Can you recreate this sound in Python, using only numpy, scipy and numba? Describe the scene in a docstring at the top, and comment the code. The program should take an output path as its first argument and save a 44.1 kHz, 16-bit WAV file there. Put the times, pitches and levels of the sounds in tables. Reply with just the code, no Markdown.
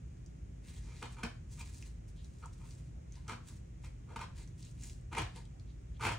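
"""Rubber gloves tick and rustle over a low ventilation rumble, then thread rasps and snaps out of cloth.
Gloved hands are unpicking a fabric cover on a wooden bench in a small quiet room. The taut thread sticks
and slips through its holes and rings the cover, with a snap and a twang where a stitch gives way.
Hard tugs thud against the bench; between pulls the fingertips brush the weave and squeak on the thread."""
import sys
import numpy as np
from scipy import signal
from scipy.fft import rfft, irfft, next_fast_len
from scipy.io import wavfile
from numba import njit

SR = 44100
rng = np.random.default_rng(int(sys.argv[2]) if len(sys.argv) > 2 else 0)


def inscribe(sig):
    """Save sig as 16-bit PCM at rate SR to the path in sys.argv[1].

    A 1-D sig is mono; a 2-D sig holds one channel per row.
    Samples are clipped to [-1, 1] before scaling.
    """
    pcm = np.round(np.clip(np.atleast_2d(sig).T, -1, 1) * 32767)
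    wavfile.write(sys.argv[1], SR, pcm.astype(np.int16))


N = 272758
T = np.arange(N) / SR
PAD = next_fast_len(N + SR // 2)
FREQ = np.arange(PAD // 2 + 1) * SR / PAD

# bright tone of thin glove rubber: (frequency [Hz], gain [dB])
GLOVE_EQ = [(200, -31), (500, -22.5), (1000, -7), (1600, -22), (2400, -5.5), (3200, -7), (4800, -2),
            (6600, 2), (9000, 0.5), (12000, -10.5), (15500, 1)]


def undb(db):
    """Decibels to gain."""
    return 10 ** (np.asarray(db) / 20)


def rms(x):
    """Root mean square."""
    return np.sqrt(np.mean(x ** 2))


def add(track, start, sound):
    """Mix a short sound in at start seconds."""
    i = int(start * SR)
    track[i:i + len(sound)] += sound[:N - i]


def shape(x, response):
    """Filter by a frequency response."""
    return irfft(rfft(x, PAD) * response, PAD)[..., :N]


def colour(points):
    """Minimum-phase EQ curve through (frequency [Hz], gain [dB]) points."""
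    hz, db = np.transpose(points)
    gain = undb(np.interp(np.log(FREQ + 1), np.log(hz), db))
    cepstrum = irfft(np.log(gain), PAD)
    cepstrum[1:PAD // 2] *= 2
    cepstrum[PAD // 2 + 1:] = 0
    return np.exp(rfft(cepstrum))


def resonance(hz, width):
    """One damped mode, gain 1 at its centre."""
    return 1j * FREQ * width / (hz ** 2 - FREQ ** 2 + 1j * FREQ * width)


def modes(table, blur=1):
    """Summed response of (frequency [Hz], width [Hz], gain [dB]) modes, each widened by blur."""
    return sum(undb(db) * resonance(hz, width * blur) for hz, width, db in table)


@njit
def swept_resonance(x, hz, width):
    """One damped mode whose centre moves: a state-variable band-pass, gain 1 at the centre."""
    y = np.empty(len(x))
    band_state, low_state = 0., 0.
    for i in range(len(x)):
        tuning, damping = np.tan(np.pi * hz[i] / SR), width / hz[i]
        band = (band_state + tuning * (x[i] + 1e-18 - low_state)) / (1 + tuning * (tuning + damping))
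        band_state = 2 * band - band_state
        low_state += 2 * tuning * band
        y[i] = damping * band
    return y


def unit_band(response, low_hz, high_hz):
    """Scale a response so that unit white noise leaves it with rms 1 inside a band."""
    inside = (FREQ > low_hz) & (FREQ < high_hz)
    return response / np.sqrt(np.mean(np.abs(response) ** 2 * inside))


def wander(rate):
    """Smooth random drift with a spread near 1 and rate new values a second."""
    knots = rng.standard_normal(4096)
    return 1.225 * np.interp(T * rate, np.arange(len(knots)), knots)


def grains(rate, scatter_db, size=N):
    """Tiny slips at random moments and of uneven size, about rate a second; rms 1."""
    clicks = (rng.random(size) < rate / SR) * rng.choice([-1, 1], size)
    clicks = clicks * undb(scatter_db * np.clip(rng.standard_normal(size), -2, 2))
    return clicks / rms(clicks)


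def burst(t, length):
    """A rounded swell of contact force, length seconds long."""
    return np.sqrt(np.sin(np.pi * np.clip(t / length, 0, 1)).clip(0))


def stroke(peak, length, rise_share=0.32, steepness=1.76):
    """Speed of a sliding finger: it swells to a peak and dies away more slowly."""
    t = T[::64]
    flank = length * np.where(t < peak, rise_share, 1 - rise_share)
    return np.interp(T, t, np.exp(-(np.abs(t - peak) / flank) ** steepness))


def ventilation(air_db=-48, waver_db=2, drift_hz=2):
    """Moving air rumbles and softly hisses, with a faint wavering motor hum."""
    # room tone in the stereo centre and sides: (frequency [Hz], gain [dB])
    mid_eq = [(20, -23.5), (32, -29.5), (48, 3), (65, 0.5), (115, -8), (160, -7.5), (220, -21.5),
              (320, -23.5), (500, -34.5), (900, -45), (2300, -43), (4500, -55), (6600, -46), (15500, -63.5)]
    side_eq = [(30, -37), (60, -40.5), (120, -20), (250, -26), (400, -27.5), (700, -32.5), (1300, -42),
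               (2300, -48.5), (4500, -52), (6600, -49), (11000, -100), (15500, -65)]
    # motor hum: (frequency [Hz], level [dB])
    motor_tones = [(120, -59.5), (241, -72)]
    mid, side = (shape(rng.standard_normal(N), colour(eq)) for eq in (mid_eq, side_eq))
    hum = np.zeros(N)
    for hz, db in motor_tones:
        amplitude = np.sqrt(2) * undb(db + waver_db * wander(2.9))
        pitch = hz + drift_hz * wander(6.8)
        hum += amplitude * np.sin(2 * np.pi * np.cumsum(pitch) / SR)
    return undb(air_db) * np.array([mid + side, mid - side]) / rms(mid) + hum


def crease_ticks(ring_db=4, trim_db=-3, attack_s=0.0006, decay_s=0.0014, faint_count=12):
    """Each crease lets go with a short crack and a brief ring; fainter ones come at random."""
    # glove creases and fibres flick: (time [s], level [dB], ring [Hz])
    flicks = [(0.2616, -47, 6600), (0.886, -50, 2440), (0.919, -60, 3430), (0.964, -47, 2270),
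              (1.1446, -43, 2440), (1.5164, -52, 7970), (1.581, -45, 2380), (1.613, -38, 4400),
              (1.824, -40, 6100), (2.2452, -46, 4080), (2.338, -56, 6500), (2.385, -56, 6000),
              (2.458, -41.5, 8500), (2.708, -42.5, 4030), (2.75, -51.5, 7000), (3.122, -45.5, 6430),
              (3.155, -45.5, 5500), (3.2796, -38.5, 5760), (3.8461, -38, 2080), (3.859, -46, 2500),
              (4.4753, -47.5, 5900), (4.6267, -41.5, 3660), (4.6498, -43, 6760), (4.668, -54, 4000),
              (4.811, -47, 6700), (4.8351, -33.5, 7100), (4.8972, -34, 3240), (4.931, -46, 4430),
              (5.012, -54, 7850), (5.3606, -36, 2820), (5.453, -47, 3500), (5.5972, -44, 3900)]
    faint = [(rng.uniform(0, T[-1]), rng.normal(-59, 2), rng.uniform(2000, 4500))
             for _ in range(faint_count)]
    out, t = np.zeros(N), T[:1024]
    envelope = np.exp(-t / decay_s) * np.minimum(t / attack_s, 1)
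    for start, db, hz in flicks + faint:
        crack = rng.standard_normal(len(t)) * envelope
        ring = signal.lfilter(*signal.iirpeak(hz, Q=4, fs=SR), crack)
        tick = crack / rms(crack) + undb(ring_db) * ring / rms(ring)
        add(out, start, undb(db + trim_db) * tick / np.abs(tick).max())
    return shape(out, colour(GLOVE_EQ))


def glove_rustle(trim_db=-3.5, scrape_db=-4, patchy_db=2.5):
    """Thin rubber brushes the weave in a fine crackle; the cover scrapes when it presses harder."""
    # a glove slides over the cloth: (peak time [s], level [dB], length [s], send to the cover [dB])
    slides = [(0.672, -61, 0.088, -2.5), (0.754, -63, 0.065, -2.5), (0.844, -74, 0.13, 4),
              (0.988, -66, 0.18, 3.5), (1.126, -65.5, 0.03, -3), (1.544, -62.5, 0.16, -20),
              (1.608, -61.5, 0.17, -2), (1.751, -58, 0.078, -30), (1.837, -63.5, 0.11, -3),
              (2.086, -61, 0.021, -14), (2.276, -73.5, 0.56, -7), (2.532, -67, 0.019, -30),
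              (2.678, -67, 0.19, -5.5), (3.152, -74, 0.12, 6), (3.493, -61.5, 0.11, -5.5),
              (3.846, -65, 0.069, -2), (4.398, -64.5, 0.12, 1), (4.632, -63, 0.14, -12),
              (4.838, -58, 0.14, -12), (5.364, -71.5, 0.1, 9.5)]
    # the cover under a sliding finger: (frequency [Hz], width [Hz], gain [dB])
    scrape_modes = [(2210, 1000, 2), (3970, 1340, -1)]
    brush, press = np.zeros((2, N))
    for peak, db, length, send_db in slides:
        drag = undb(db + trim_db) * stroke(peak, length)
        brush += drag
        press += drag * undb(send_db + scrape_db)
    crackle = grains(rate=1500, scatter_db=-1.5) * undb(patchy_db * wander(60))
    rubber = unit_band(colour(GLOVE_EQ), 5500, 11000)
    cover = unit_band(modes(scrape_modes), 1800, 3600)
    return shape(crackle * brush, rubber) + shape(crackle * press, cover)


def fingertip_rubs(trim_db=-3):
    """A fingertip shifts its grip: gritty slips ring one resonance of the glove or the cover."""
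    # shifts of grip: (peak time [s], level [dB], length [s], ring [Hz])
    shifts = [(.675, -70, 0.15, 2320), (.77, -68, 0.055, 3450), (.92, -78, 0.14, 2270),
              (.88, -68, 0.35, 6200), (2.19, -66.5, 0.068, 3450), (2.78, -71.5, 0.17, 510),
              (2.96, -70, 0.059, 597), (3.175, -68, 0.03, 950), (3.504, -64, 0.024, 1080),
              (4.39, -68.5, 0.044, 955), (4.635, -65, 0.081, 3620), (4.65, -66.5, 0.057, 2740),
              (4.79, -74, 0.054, 2630), (4.834, -56.5, 0.013, 2100), (5.39, -67, 0.024, 7550),
              (5.56, -70.5, 0.076, 635), (5.69, -70.5, 0.047, 3840), (5.955, -67.5, .03, 3300)]
    grit = grains(rate=1500, scatter_db=2.5)
    out = np.zeros(N)
    for peak, db, length, hz in shifts:
        mode = signal.iirpeak(hz, Q=2.4, fs=SR)
        ring = signal.lfilter(*mode, signal.lfilter(*mode, grit))
        out += undb(db + trim_db) * stroke(peak, length) * ring / rms(ring)
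    return out


def thread_slips(ring_hz, rate, scatter_db, ring_db=1):
    """A run of tiny slips, coloured by the ring of the free length of thread; rms 1."""
    grit = grains(rate, scatter_db, size=SR // 4)
    ring = signal.lfilter(*signal.iirpeak(ring_hz, Q=3, fs=SR), grit)
    rasp = grit + undb(ring_db) * ring
    return rasp / rms(rasp)


def thread_pulls(trim_db=-4, tug_db=6, catch_db=2.5, slacken_s=0.042):
    """Taut thread sticks and slips: its friction on the weave and its tug on the whole cover."""
    # thread runs through cloth: (time [s], level [dB], rise [s], hold [s], low body [dB], ring [Hz])
    pulls = [(0.829, -68, 0.044, 0.07, 3, 2290), (1.015, -52.5, 0.0078, 0.0063, 11, 1350),
             (1.161, -54, 0.023, .003, -2, 1400), (1.225, -50.5, 0.0072, 0.002, 11.5, 1170),
             (1.567, -59, 0.027, 0.011, -19, 2320), (2.416, -62.5, 0.0099, 0.008, 5, 1240),
             (2.589, -68, 0.025, 0.027, 2, 1110), (3.245, -58.5, 0.069, .004, -21, 1010),
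             (3.279, -48, 0.014, 0.016, 2, 1250), (3.832, -60, 0.01, 0.0078, -3, 2100),
             (4.07, -60, .04, .004, 9, 1410), (4.196, -47, 0.011, 0.0066, 1, 1380),
             (5.112, -49, 0.015, 0.004, 7, 1480), (5.16, -40.5, 0.0084, 0.021, 4.5, 2270),
             (5.352, -66.5, 0.0078, 0.008, 14, 950), (5.992, -38.5, 0.044, 0.026, -4, 1430),
             (6.044, -41, 0.019, 0.017, 4.5, 2400), (6.1, -40.5, 0.0057, 0.0069, 0.5, 2000)]
    friction, tug = np.zeros((2, N))
    t = T[:SR // 4]
    for start, db, rise, hold, body_db, ring_hz in pulls:
        tension = np.interp(t, np.cumsum([0, rise, hold, slacken_s]), [0, 1, 1, 0])
        drag = undb(db + trim_db) * tension * thread_slips(ring_hz, rate=3000, scatter_db=2.5)
        add(friction, start, drag)
        add(tug, start, drag * undb(body_db + tug_db))
    friction *= undb(catch_db * wander(220))  # the twist of the thread catches in the weave
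    return friction, tug


def cover_ring(friction, tug, drive_db=2, bench_db=12, crossover_hz=600, waver_share=0.016):
    """The thread rings the cover, whose modes waver slightly at random: close sound and reverb send."""
    # resonances of the cover and the taut thread: (frequency [Hz], width [Hz], gain [dB])
    cover_modes = [(256, 36, -1.5), (497, 51, 8), (700, 46, -3), (840, 90, -8), (933, 81, 13.5),
                   (1050, 69, -0.5), (1245, 190, 11.5), (1387, 43, -5), (2170, 360, 6), (2316, 115, 3),
                   (3086, 110, 2), (4110, 310, -2.5)]
    # bare scratch of the fibres: (frequency [Hz], gain [dB])
    fibre_eq = [(100, -72), (300, 3), (650, -16.5), (1150, -11), (1750, -18), (3000, -35.5), (5000, -5),
                (7500, -10), (10000, -10), (12000, -53), (15500, -2.5)]
    lowpass = 1 / (1 + (FREQ / crossover_hz) ** 4)
    drive = undb(drive_db) * (friction + shape(tug - friction, lowpass))  # tug lows, friction highs
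    scratch = shape(drive, colour(fibre_eq))
    bench = shape(tug, undb(bench_db) * resonance(hz=121, width=84) ** 2 * lowpass)
    ring = np.zeros(N)
    for hz, width, db in cover_modes:
        centre = hz * (1 + waver_share * wander(40))
        ring += undb(db) * swept_resonance(drive, centre, float(width))
    blurred_ring = shape(drive, modes(cover_modes, blur=3.5))
    return scratch + bench + ring, scratch + bench + blurred_ring


def stitch_snaps(trim_db=-4, twang_hz=235, decay_s=0.02, db_per_octave=-7):
    """A stitch gives way with a snap, and the released thread twangs like a damped string."""
    # stitches letting go: (time [s], level [dB], length [s], twang level [dB], ring [Hz])
    stitches = [(1.0246, -38.5, 0.0084, -50, 1360), (1.053, -48, 0.0097, -57, 2500),
                (1.2318, -30, 0.00906, -36, 2320), (1.245, -48, 0.012, -60, 2300),
                (1.259, -50, 0.01, -58, 1300), (1.609, -43.5, 0.0032, -57, 2400),
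                (1.7, -59, .003, -77, 1200), (3.28, -43.5, 0.004, -67, 1250),
                (3.294, -41, 0.0057, -50.5, 2370), (3.315, -49, 0.006, -52, 4300),
                (3.332, -47, 0.0051, -54, 1250), (4.159, -38, 0.0068, -48.5, 1270),
                (4.167, -40.5, 0.0031, -75, 1210), (4.19, -44.5, 0.0057, -69, 1240),
                (4.213, -51, 0.006, -73, 4300), (4.25, -70, 0.0063, -65, 1260),
                (5.129, -48, 0.0059, -62, 2370), (5.148, -39.5, 0.0078, -49, 2300),
                (5.179, -30.5, 0.0075, -53, 980), (5.185, -41, 0.0052, -56, 1200),
                (5.213, -39.5, 0.013, -54, 2400), (6.0496, -29, 0.0046, -42, 2230),
                (6.081, -41.5, 0.008, -46, 2400)]
    snaps, twangs = np.zeros((2, N))
    t = T[:SR // 4]
    harmonics = sum(undb(db_per_octave * np.log2(k)) * np.sin(2 * np.pi * k * twang_hz * t)
                    for k in range(1, 7))
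    pluck = harmonics * np.exp(-t / decay_s)
    for start, db, length, twang_db, ring_hz in stitches:
        rasp = thread_slips(ring_hz, rate=5300, scatter_db=-3)
        add(snaps, start, undb(db + trim_db) * burst(t, length) ** 2 * rasp)
        add(twangs, start + length / 2, undb(twang_db) * pluck)
    return snaps, twangs


def rubber_squeaks(jitter=0.12, patchy_db=2):
    """Rubber slips on the thread almost periodically: a rough little chirp."""
    # fingertip squeaks: (time [s], level [dB], length [s], pitch [Hz], glide [octaves/s])
    chirps = [(1.825, -47, 0.0038, 2430, 17), (2.435, -45.5, 0.01, 1364, -24),
              (2.446, -54, 0.0245, 1200, -16)]
    out, t = np.zeros(N), T[:4096]
    wobble = 1 + jitter * wander(1500)
    grip = undb(patchy_db * wander(400))
    for start, db, length, hz, glide in chirps:
        now = slice(int(start * SR), int(start * SR) + len(t))
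        pitch = hz * wobble[now] * 2 ** (glide * np.minimum(t, length))
        tone = np.sin(2 * np.pi * np.cumsum(pitch) / SR)
        add(out, start, undb(db) * grip[now] * burst(t, length) * tone)
    return out


def bench_thuds(rise_s=0.017):
    """The bench answers a hard tug with a soft low thud that swells and dies away."""
    # the cover rocks against the bench: (time [s], level [dB], pitch [Hz])
    bumps = [(3.294, -42, 108.7), (4.16, -47, 104), (5.175, -39.5, 86.4), (5.216, -37, 115),
             (6.005, -46, 117), (6.055, -37, 101.4), (6.11, -36.5, 111.3)]
    out, t = np.zeros(N), T[:SR // 4]
    swell = t / rise_s * np.exp(1 - t / rise_s)
    for start, db, hz in bumps:
        add(out, start, undb(db) * swell * np.sin(2 * np.pi * hz * t))
    return out


def room(close, send, early_db=-6, late_db=-12, early_t60=0.13, late_t60=0.33, damp_hz=7000):
    """Close sound with quick reflections off the bench; the send returns as a duller wall tail."""
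    # stereo width of the reflections: (frequency [Hz], side relative to mid [dB])
    width_eq = [(110, -12), (350, -9.5), (650, 7), (1200, -4.5), (2400, -3.5), (4400, 1.5), (8000, -4),
                (12000, -36)]
    t = T[:SR // 2]
    early, late = rng.standard_normal((2, 2, len(t))) * (t > .001)  # 1 ms pre-delay
    early = early * undb(-60 * t / early_t60)
    late = late * undb(-60 * t / late_t60) * np.minimum(t / 0.012, 1)
    early, late = (rfft(h / np.sqrt(np.sum(h ** 2) / 2), PAD) for h in (early, late))
    off_bench = undb(early_db) * early * rfft(close, PAD)
    off_walls = undb(late_db) * late * rfft(send, PAD) / (1 + 1j * FREQ / damp_hz)
    mid, side = off_bench + off_walls
    side = side * colour(width_eq)
    return close + irfft(np.array([mid + side, mid - side]), PAD)[:, :N]


def scene(snap_body_db=-3):
    """The handwork in its room, over the ventilation."""
    hands = glove_rustle() + fingertip_rubs() + crease_ticks() + rubber_squeaks()
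    friction, tug = thread_pulls()
    snaps, twangs = stitch_snaps()
    cover, cover_send = cover_ring(friction + snaps, tug + undb(snap_body_db) * snaps)
    return room(cover + twangs + hands, cover_send + hands) + bench_thuds() + ventilation()


def record(dry, opposed_hz=12400, steepness=2.32, max_half_turns=1.08, top_hz=15800):
    """The highest hiss and clicks spread wide as left and right turn out of phase; the very top is cut."""
    half_turns = np.minimum((FREQ / opposed_hz) ** steepness, max_half_turns)
    turn = np.exp(.5j * np.pi * half_turns)  # left and right turn opposite ways
    channels = shape(dry, np.array([turn, turn.conj()]))
    high_cut = signal.ellip(10, .2, 80, top_hz, fs=SR, output="sos")
    return signal.sosfilt(high_cut, channels)


dry = scene()
out = record(dry)
inscribe(out)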